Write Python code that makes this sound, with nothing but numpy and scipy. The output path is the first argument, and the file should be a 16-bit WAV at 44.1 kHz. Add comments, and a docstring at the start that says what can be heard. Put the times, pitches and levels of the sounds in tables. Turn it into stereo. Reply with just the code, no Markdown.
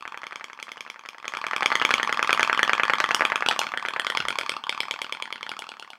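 """In a small room, a homemade pop-pop steam engine runs over a candle, held on a glass bowl of water. About ten
times a second steam snaps the thin boiler lid out; it ticks as it relaxes and pops back as the steam condenses.
The steam swells, then fades while the lid works loose: then it snaps on the way in and goes out with just a
dull rebound. Hands knock softly and a finger rubs the bowl. Two close microphones also pick up quick echoes,
faint ringing from the room's echo and the bowl, the room's tail and a hush of air."""
import sys
import numpy as np
from scipy import signal
from scipy.fft import rfft, irfft, next_fast_len
from scipy.io import wavfile

SR = 44100
rng = np.random.default_rng(int(sys.argv[2]) if len(sys.argv) > 2 else 0)


def materialize(psi):
    """Save the field psi as 16-bit PCM at rate SR to the path in sys.argv[1].

    A 1-D psi becomes a single channel; in a 2-D psi each row is a channel.
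    """
    bounded = np.clip(np.atleast_2d(psi).T, -1, 1)
    quanta = np.round(bounded * 32767).astype(np.int16)
    wavfile.write(sys.argv[1], SR, quanta)


N = 264114
CLICK_T = np.arange(1024) / SR  # the time axis of one click, in seconds
DIRECTIONS = 4  # each click leaves the lid in one of these, picked at random
LOOSE_S = 3.45  # from this time on the lid is loose


def undb(db):
    """Turn decibels into a number to multiply by."""
    return 10 ** (np.asarray(db) / 20)


def unit(x):
    """Give a click the same energy as 3 ms of sound at level 1."""
    return x / np.sqrt(np.sum(x ** 2) / (.003 * SR))


def add(out, s, x):
    """Mix x into out, starting at s seconds."""
    i = max(int(s * SR), 0)
    out[i:i + len(x)] += x[:max(len(out) - i, 0)]


def at_time(table, s, column=1):
    """Read a table at s seconds, sliding between its rows."""
    table = np.array(table)
    return np.interp(s, table[:, 0], table[:, column])


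def at_pitch(table, hz):
    """Read a table at a frequency, sliding between its rows on an octave scale."""
    table = np.array(table)
    return np.interp(np.log(hz + 1), np.log(table[:, 0]), table[:, 1])


def colour(x, shape):
    """Turn the lows and highs of x up or down, following rows of f/Hz, level/dB."""
    n = next_fast_len(x.shape[-1]) * 2
    cepstrum = irfft(np.log(undb(at_pitch(shape, np.fft.rfftfreq(n, 1 / SR)))))
    # fold the filter so that nothing sounds ahead of its input
    cepstrum[1:n // 2] *= 2
    cepstrum[n // 2 + 1:] = 0
    return irfft(rfft(x, n) * np.exp(rfft(cepstrum)))[..., :x.shape[-1]]


def ring(hz, swell_s):
    """A note damped by water: it swells for swell_s and dies almost at once."""
    return unit(CLICK_T * np.exp(-CLICK_T / swell_s) * np.sin(2 * np.pi * hz * CLICK_T))


def crack(swell_s, shape):
    """A crease runs through the foil: a burst of tiny slips with one sharp break at its peak."""
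    afterglow = undb(-22) * np.exp(-CLICK_T / .0018)
    envelope = CLICK_T / swell_s * np.exp(-CLICK_T / swell_s) + afterglow
    burst = rng.standard_normal(len(CLICK_T)) * envelope
    burst[int(swell_s * SR)] += undb(-2.5) * np.linalg.norm(burst)  # the break
    return unit(colour(burst, shape))


# the tone of the still air: f/Hz, level/dB
AIR_COLOUR = [(25, 2), (70, -3), (150, -30), (500, 1), (1200, -10), (3000, -2), (8000, -34), (16000, -37)]
def still_air():
    """A faint, steady hush, partly the same on the left and right."""
    air = colour(rng.standard_normal((2, N)) + rng.standard_normal(N), AIR_COLOUR)
    return undb(-68.5) * air / air.std()


def cycles(settle_s=.045, longest_s=.106):
    """Start and length of each engine cycle: it begins at the lid's last move before a rest."""
    moves = np.sort([row[0] for row in SNAPS + REBOUNDS])
    starts = moves[np.diff(moves, append=np.inf) > settle_s]
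    starts = np.r_[2 * starts[0] - starts[1], starts]  # the engine is already running
    return zip(starts, np.minimum(np.diff(starts, append=np.inf), longest_s))


# a stuck crease lets go, mostly just after a pop: t/s, level/dB
STUCK_CREASES = [(.008, -40.5), (0.2392, -35), (0.3284, -36), (0.5993, -36), (0.6907, -37), (.7772, -40.5),
                 (.8763, -40), (1.0597, -37.5), (1.254, -33), (1.3496, -29.5), (1.6295, -21.5),
                 (1.724, -22.5), (1.822, -20.5), (1.911, -18), (2.306, -19), (2.4073, -20.5), (2.9027, -27),
                 (3.1145, -23), (3.525, -24.5), (3.6341, -28.5), (3.8608, -29)]
# its tone, with levels relative to the click: body level/dB, body f/Hz, crack level/dB
STUCK_TONE = (-6.5, 1266, -7.5)
# two small creases flip in every cycle: share of the cycle, then the same three tone columns
CREASES = [(.182, -7, 1080, -10), (.459, 1, 1144, -5)]
# how loud these two are: t/s, first level/dB, second level/dB
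CREASE_LEVELS = [(0, -43, -38), (.15, -50, -38.5), (.55, -50, -47.5), (1.15, -46.5, -47), (1.5, -31, -29),
                 (1.85, -33, -26.5), (2.2, -24, -25.5), (2.9, -26, -26.5), (3.3, -31, -28),
                 (3.7, -32.5, -33), (4.15, -30, -28), (4.8, -30.5, -32.5), (5.3, -38.5, -39),
                 (5.6, -35.5, -40), (5.95, -47.5, -49.5)]
# their pitch shifts as the boiler runs dry: t/s, pitch multiplier
CREASE_PITCH = [(0, 1.007), (3.3, 1.016), (4.4, 1.004), (5.35, 0.99), (5.65, 1.08)]
# the loose lid springs back with a dull click: t/s, level/dB
REBOUNDS = [(3.462, -18), (3.5121, -20.5), (3.6149, -21), (3.6677, -26), (4.2027, -21), (4.3047, -22),
            (4.4112, -24), (4.5183, -26), (4.617, -60), (4.7256, -27), (4.8318, -28.5), (4.9391, -29),
            (5.0446, -29.5), (5.1488, -32.5), (5.255, -33), (5.3577, -33.5), (5.465, -30.5), (5.516, -28),
            (5.621, -31.5), (5.7173, -34), (5.825, -35), (5.9325, -38.5)]
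# its tone, with levels relative to the click: body level/dB, body f/Hz, crack level/dB
REBOUND_TONE = (-7, 1380, -8)
def flips():
    """List every small flip of the foil: t/s, level/dB, then its three tone columns."""
    rows = [(s, db, *REBOUND_TONE) for s, db in REBOUNDS]
    rows += [(s, db, *STUCK_TONE) for s, db in STUCK_CREASES]
    for start, length in cycles():
        lag_s = .0023 if start > LOOSE_S else 0  # creases flip later in the loose lid
        for k, (share, body_db, body_hz, crack_db) in enumerate(CREASES):
            s = start + share * length + lag_s
            louder_db, higher = rng.standard_normal(2)
            db = at_time(CREASE_LEVELS, s, column=k + 1) + louder_db
            hz = body_hz * (at_time(CREASE_PITCH, s) + .044 * higher)
            rows.append((s, db, body_db, hz, crack_db))
    return [row for row in rows if row[0] > 0]


def blip(hz, swell_s, sag):
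    """A short note that starts low and rises by the share sag as the foil tightens."""
    pitch = hz * (1 + sag / 3 - sag * np.exp(-CLICK_T / .0017))
    turns = np.cumsum(pitch) / SR
    return unit(CLICK_T * np.exp(-CLICK_T / swell_s) * np.sin(2 * np.pi * turns))


# the tone of the small cracks in ticks and pops: f/Hz, level/dB
SMALL_CRACK = [(100, 1), (1000, 14.5), (3000, 2), (4400, 10.5), (6300, -5), (7500, -18), (10000, -26),
               (12000, -34), (16000, -36)]
def ticks():
    """Each flip of the foil makes a thin click and a rounded blip from the boiler body."""
    out = np.zeros((DIRECTIONS, N))
    for s, db, body_db, body_hz, crack_db in flips():
        lid = undb(-3) * ring(hz=2350 * (1 + .15 * rng.standard_normal()), swell_s=.00075)
        rim = undb(-9) * ring(hz=3230, swell_s=.00055)
        body = undb(body_db) * blip(body_hz, swell_s=.0013, sag=.18)
        thud = undb(-14) * ring(hz=600, swell_s=.00031)
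        slips = undb(crack_db) * crack(swell_s=.001, shape=SMALL_CRACK)
        add(out[rng.integers(DIRECTIONS)], s, undb(db) * (lid + rim + body + thud + slips))
    return out


def push(hz, width_s):
    """One stroke of the lid pushes the air: a pressure peak between two dips."""
    t = CLICK_T - 2 * width_s
    hump = np.exp(-.5 * (t / width_s) ** 2)
    soft_start = np.tanh(CLICK_T / width_s) ** 2
    motion = hump * np.sin(2 * np.pi * hz * t) * soft_start
    return unit(np.diff(motion, prepend=0))


def shudder(swell_s):
    """The boiler and its pipes shake: a short, dull puff of noise."""
    noise = rng.standard_normal(len(CLICK_T)) * CLICK_T * np.exp(-CLICK_T / swell_s)
    shape = [(200, -19), (700, -13.5), (1200, -10), (1900, -10), (2700, -12), (12000, -65)]
    return unit(colour(noise, shape))


# the strength of the steam, which drives the pops and the body note of the snaps: t/s, level/dB
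STEAM = [(0, -31), (.35, -33.5), (.55, -37.5), (1.17, -40), (1.3, -28.5), (1.6, -20.5), (1.88, -15.5),
         (2.02, -21.5), (2.3, -16), (2.72, -15), (3.2, -16), (3.5, -20.5), (3.7, -23.5), (4.25, -22.5),
         (4.7, -31.5), (5.5, -35.5), (5.95, -44.5)]
# the lid is sucked back in: t/s
POP_TIMES = [0.0532, 0.144, 0.2333, 0.323, 0.4096, 0.4991, 0.59, 0.6818, .7711, 0.864, 0.9598, 1.052,
             1.1461, 1.2442, 1.3374, 1.441, 1.5335, 1.6236, 1.7176, 1.8154, 1.9067, 1.9981, 2.0938, 2.1934,
             2.2936, 2.3952, 2.4972, 2.5928, 2.6949, 2.7975, 2.8977, 3.002, 3.1085, 3.208, 3.2206, 3.32,
             3.4237, 3.5108, 3.7382, 3.8509, 3.9624]
def pops():
    """Steam condenses and the lid caves in with one round stroke; a shudder follows."""
    out = np.zeros((DIRECTIONS, N))
    for s in POP_TIMES:
        gain = undb(at_time(STEAM, s) - .36)
        direction = out[rng.integers(DIRECTIONS)]
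        crack_db = rng.normal(-16.5, 3.5)
        stroke = push(hz=1540 * (1 + .033 * rng.standard_normal()), width_s=.0003)
        thud = undb(-16) * ring(hz=473, swell_s=.00072)
        shake = shudder(swell_s=.0017)
        slips = undb(crack_db) * crack(swell_s=.00033, shape=SMALL_CRACK)
        add(direction, s, gain * (stroke + thud + slips))
        shake_db = rng.normal(-8.5, 2)
        add(direction, s + .002213, gain * undb(shake_db) * shake)
    return out


# soft knocks from the hands that hold the engine: t/s, level/dB, f/Hz
KNOCKS = [(0.054, -45, 55), (3.487, -32, 55), (4.195, -34.5, 145), (4.244, -37, 68), (4.805, -38, 55)]
def hand_knocks(swell_s=.0038):
    """Dull, low knocks travel through the bowl and the table."""
    out, t = np.zeros(N), np.arange(SR // 8) / SR
    envelope = t / swell_s * np.exp(1 - t / swell_s)
    for s, db, hz in KNOCKS:
        add(out, s, undb(db) * envelope * np.sin(2 * np.pi * hz * t))
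    return out


# the tone of the tight lid's crack: f/Hz, level/dB
TIGHT_CRACK = [(100, -78), (1000, 13.5), (3000, -5), (4300, 10), (5200, 8), (6300, 6.5), (7300, -8),
               (9500, -15.5), (12000, -21.5), (16000, -34)]
# the loose lid cracks lower, with a small low bump: f/Hz, level/dB
LOOSE_CRACK = [(100, -32), (600, 6.5), (1500, -30), (3700, 12.5), (5000, 8.5), (6700, -7.5), (8000, -11.5),
               (9500, -15), (12000, -26.5), (16000, -37)]
# the snaps change as the lid heats and loosens: t/s, body f/Hz, crack level/dB relative to the snap
SNAP_TONE = [(0, 1190, -14), (1.1, 1158, -12.5), (1.9, 1205, -17), (2.4, 1350, -14), (2.8, 1250, -21.5),
             (3.35, 1250, -18), (3.8, 1595, -16), (4.3, 1423, -10), (4.7, 926, -9.5), (5.45, 1070, -13.5)]
# the lid snaps, outward while tight and inward once loose: t/s, level/dB, lid f/Hz
SNAPS = [(.077, -31, 2380), (0.1745, -31.5, 2380), (0.2675, -28.5, 2270), (0.3579, -28, 2280),
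         (0.4421, -28, 2250), (.531, -36, 2230), (0.6267, -26.5, 2260), (0.7176, -28, 2180),
         (.8071, -27, 2330), (0.9, -28, 2300), (.993, -39.5, 2470), (1.0881, -28.5, 2380),
         (1.1825, -38.5, 1970), (1.2796, -22.5, 2410), (1.3704, -24.5, 2350), (1.4664, -22.5, 2380),
         (1.5631, -18.5, 2380), (1.6592, -10, 2290), (1.754, -12.5, 2010), (1.8503, -9.5, 2300),
         (1.9393, -9.5, 2300), (2.0301, -16, 1830), (2.1261, -16.5, 2010), (2.2275, -16.5, 2500),
         (2.3288, -10.5, 2390), (2.4296, -11.5, 2360), (2.5287, -17.5, 2470), (2.6303, -9.5, 1820),
         (2.7327, -13, 2380), (2.8339, -14, 2450), (2.9353, -14.5, 2060), (3.041, -14.5, 1910),
         (3.1463, -15, 2980), (3.2514, -12, 2410), (3.3577, -16, 2490), (3.4865, -13, 2950),
         (3.5915, -17, 2900), (3.7743, -22, 1790), (3.885, -22, 2380), (3.9967, -17.5, 1810),
         (4.0674, -18.5, 2090), (4.1007, -19.5, 1840), (4.1722, -16, 2140), (4.2839, -19.5, 2120),
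         (4.3864, -18, 2300), (4.494, -18.5, 2240), (4.694, -17.5, 2250), (4.8039, -17.5, 2310),
         (4.9101, -19.5, 2290), (5.0171, -21.5, 2250), (5.124, -21.5, 2310), (5.2233, -22.5, 2320),
         (5.3259, -24, 2240), (5.4293, -26, 2240), (5.4923, -28, 2920), (5.5912, -30.5, 2970),
         (5.6905, -32, 2920), (5.7966, -34.5, 2858), (5.903, -37, 2930)]
def snaps():
    """Steam buckles the lid: it rings with its stiff rim, the boiler shakes and the pushed air thuds."""
    out = np.zeros((DIRECTIONS, N))
    for s, db, lid_hz in SNAPS:
        loose = s > LOOSE_S
        hard = lid_hz > 2700  # hard snaps have a stronger crack
        body_db = at_time(STEAM, s) - 2.5 - db  # the body follows the steam, not the snap's level
        body_hz = 870 if hard and loose else at_time(SNAP_TONE, s)
        crack_db = -6.5 if hard else at_time(SNAP_TONE, s, column=2)
        lid = undb(-4.5) * ring(lid_hz, swell_s=.00095)
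        rim = undb(-5.5 if loose else -8.5) * ring(hz=3230, swell_s=.00068)
        body = undb(body_db) * ring(body_hz, swell_s=.00068)
        thud = undb(-12.5 + .32 * body_db) * ring(hz=590 if loose else 500, swell_s=.00054)
        slips = undb(crack_db) * crack(swell_s=.00082, shape=LOOSE_CRACK if loose else TIGHT_CRACK)
        add(out[rng.integers(DIRECTIONS)], s, undb(db) * (lid + rim + body + thud + slips))
    return out


# the tone of a finger rubbing the bowl's rim: f/Hz, level/dB
RUB_COLOUR = [(25, -14), (70, 12), (150, -7), (230, -10), (500, -35), (2000, -60)]
# the one rub: t/s, length/s, level/dB
RUB = (4.15, 0.21, -44)
def finger_rub():
    """A finger slides on the bowl with a low rumble that swells and fades."""
    s, length_s, db = RUB
    out, n = np.zeros(N), int(length_s * SR)
    rumble = colour(rng.standard_normal(N), RUB_COLOUR)
    add(out, s, undb(db) * np.hanning(n) * rumble[:n] / rumble.std())
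    return out


# the sound that lingers in the room: f/Hz, level/dB, fade/s (the time to drop by 60 dB)
ROOM_TAIL = [(59, 8, 0.78), (145, -8.5, 0.34), (219, 1.5, 0.97), (340, -13.5, 0.3), (890, -2, 0.21),
             (1170, -14.5, 0.19), (1624, -6.5, 0.92), (2080, -14.5, 0.48), (3580, -9.5, 0.16),
             (4200, -5.5, 0.15), (5700, -12.5, 0.33), (10300, -2, 0.11), (16000, -2, 0.96)]
def room_tail(t):
    """Countless echoes blur into left and right noise; each band fades at its own speed."""
    hz = np.fft.rfftfreq(len(t), 1 / SR)
    shared, difference = np.exp(2j * np.pi * rng.random((2, len(hz)))) * np.sqrt(len(t))
    # the microphones sit close together and hear nearly the same in the middle pitches
    width_db = [(60, 13), (250, -6.5), (1000, -18.5), (2200, -17.5), (4500, -7.5), (9000, 0), (16000, 12)]
    width = undb(at_pitch(width_db, hz))
    side = width * difference
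    noise = np.array([shared + side, shared - side]) / np.sqrt(1 + width ** 2)
    noise *= undb(at_pitch(ROOM_TAIL, hz))
    centres, tail = np.array(ROOM_TAIL)[:, 0], 0
    build_up = 1 - np.exp(-(t / .009) ** 2)
    for share, (_, _, fade_s) in zip(np.eye(len(ROOM_TAIL)), ROOM_TAIL):
        fade = undb(-60 * t / fade_s) * build_up
        band = irfft(noise * at_pitch(np.c_[centres, share], hz), len(t))
        tail = tail + band * fade / np.sqrt(np.sum(fade ** 2))
    return tail


# quick echoes off the ceiling and nearby surfaces: delay t/s, level/dB
ECHOES = [(.0078, -14.5), (.0084, -19), (.0157, -26)]
# the tone of these echoes: f/Hz, level/dB
ECHO_COLOUR = [(300, -4.5), (1250, -1), (2350, -1), (3300, 3), (6000, -6.5), (14000, 6)]
# faint, steady-pitched ringing from the room's echo and the bowl: f/Hz, level/dB, fade/s
RINGING_TONES = [(921, -53, .23), (1095, -59, .17), (1190, -57, .17), (1321, -59.5, .18), (1445, -59, .17),
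                 (1495, -59, .17), (1560, -60, .17), (1712, -58, .18), (1799, -61, .15), (3457, -65, .15)]
def surroundings():
    """What one click turns into: the click itself, echoes, faint ringing tones and the room's tail."""
    t = np.arange(16384) / SR
    near = np.zeros(len(t))
    near[0] = 1
    bounce = colour(near[:len(CLICK_T)], ECHO_COLOUR)
    for delay_s, db in ECHOES:
        add(near, delay_s, undb(db) * bounce)
    for hz, db, fade_s in RINGING_TONES:
        near += undb(db) * undb(-60 * t / fade_s) * np.sin(2 * np.pi * hz * t)
    return near + room_tail(t)


def scene():
    """The engine in its room, with still air and the sounds of the hands."""
    engine = snaps() + ticks() + pops()
    heard = 0
    for direction in engine:  # each direction stirs its own room tail
        heard += signal.oaconvolve(direction[None], surroundings(), axes=1)[:, :N]
    return heard + still_air() + hand_knocks() + finger_rub()


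def record(dry):
    """Two slightly unlike microphones thin the bass, lift the highs, cap peaks and cut above 16 kHz."""
    left = colour(dry[0], [(30, -23.5), (90, -11), (140, -6), (700, 4),
                           (2000, 3.28), (4500, -1.74), (8000, 12), (16000, 16)])
    right = colour(dry[1], [(30, -20.5), (90, -12.5), (140, -3.5), (700, 4),
                            (2000, 3.14), (4500, 1), (8000, 12.5), (16000, 11.5)])
    top_cut = signal.ellip(8, .1, 70, 16000, fs=SR, output="sos")
    return signal.sosfilt(top_cut, np.clip([left, right], -.95, .95))


dry = scene()
out = record(dry)
materialize(out)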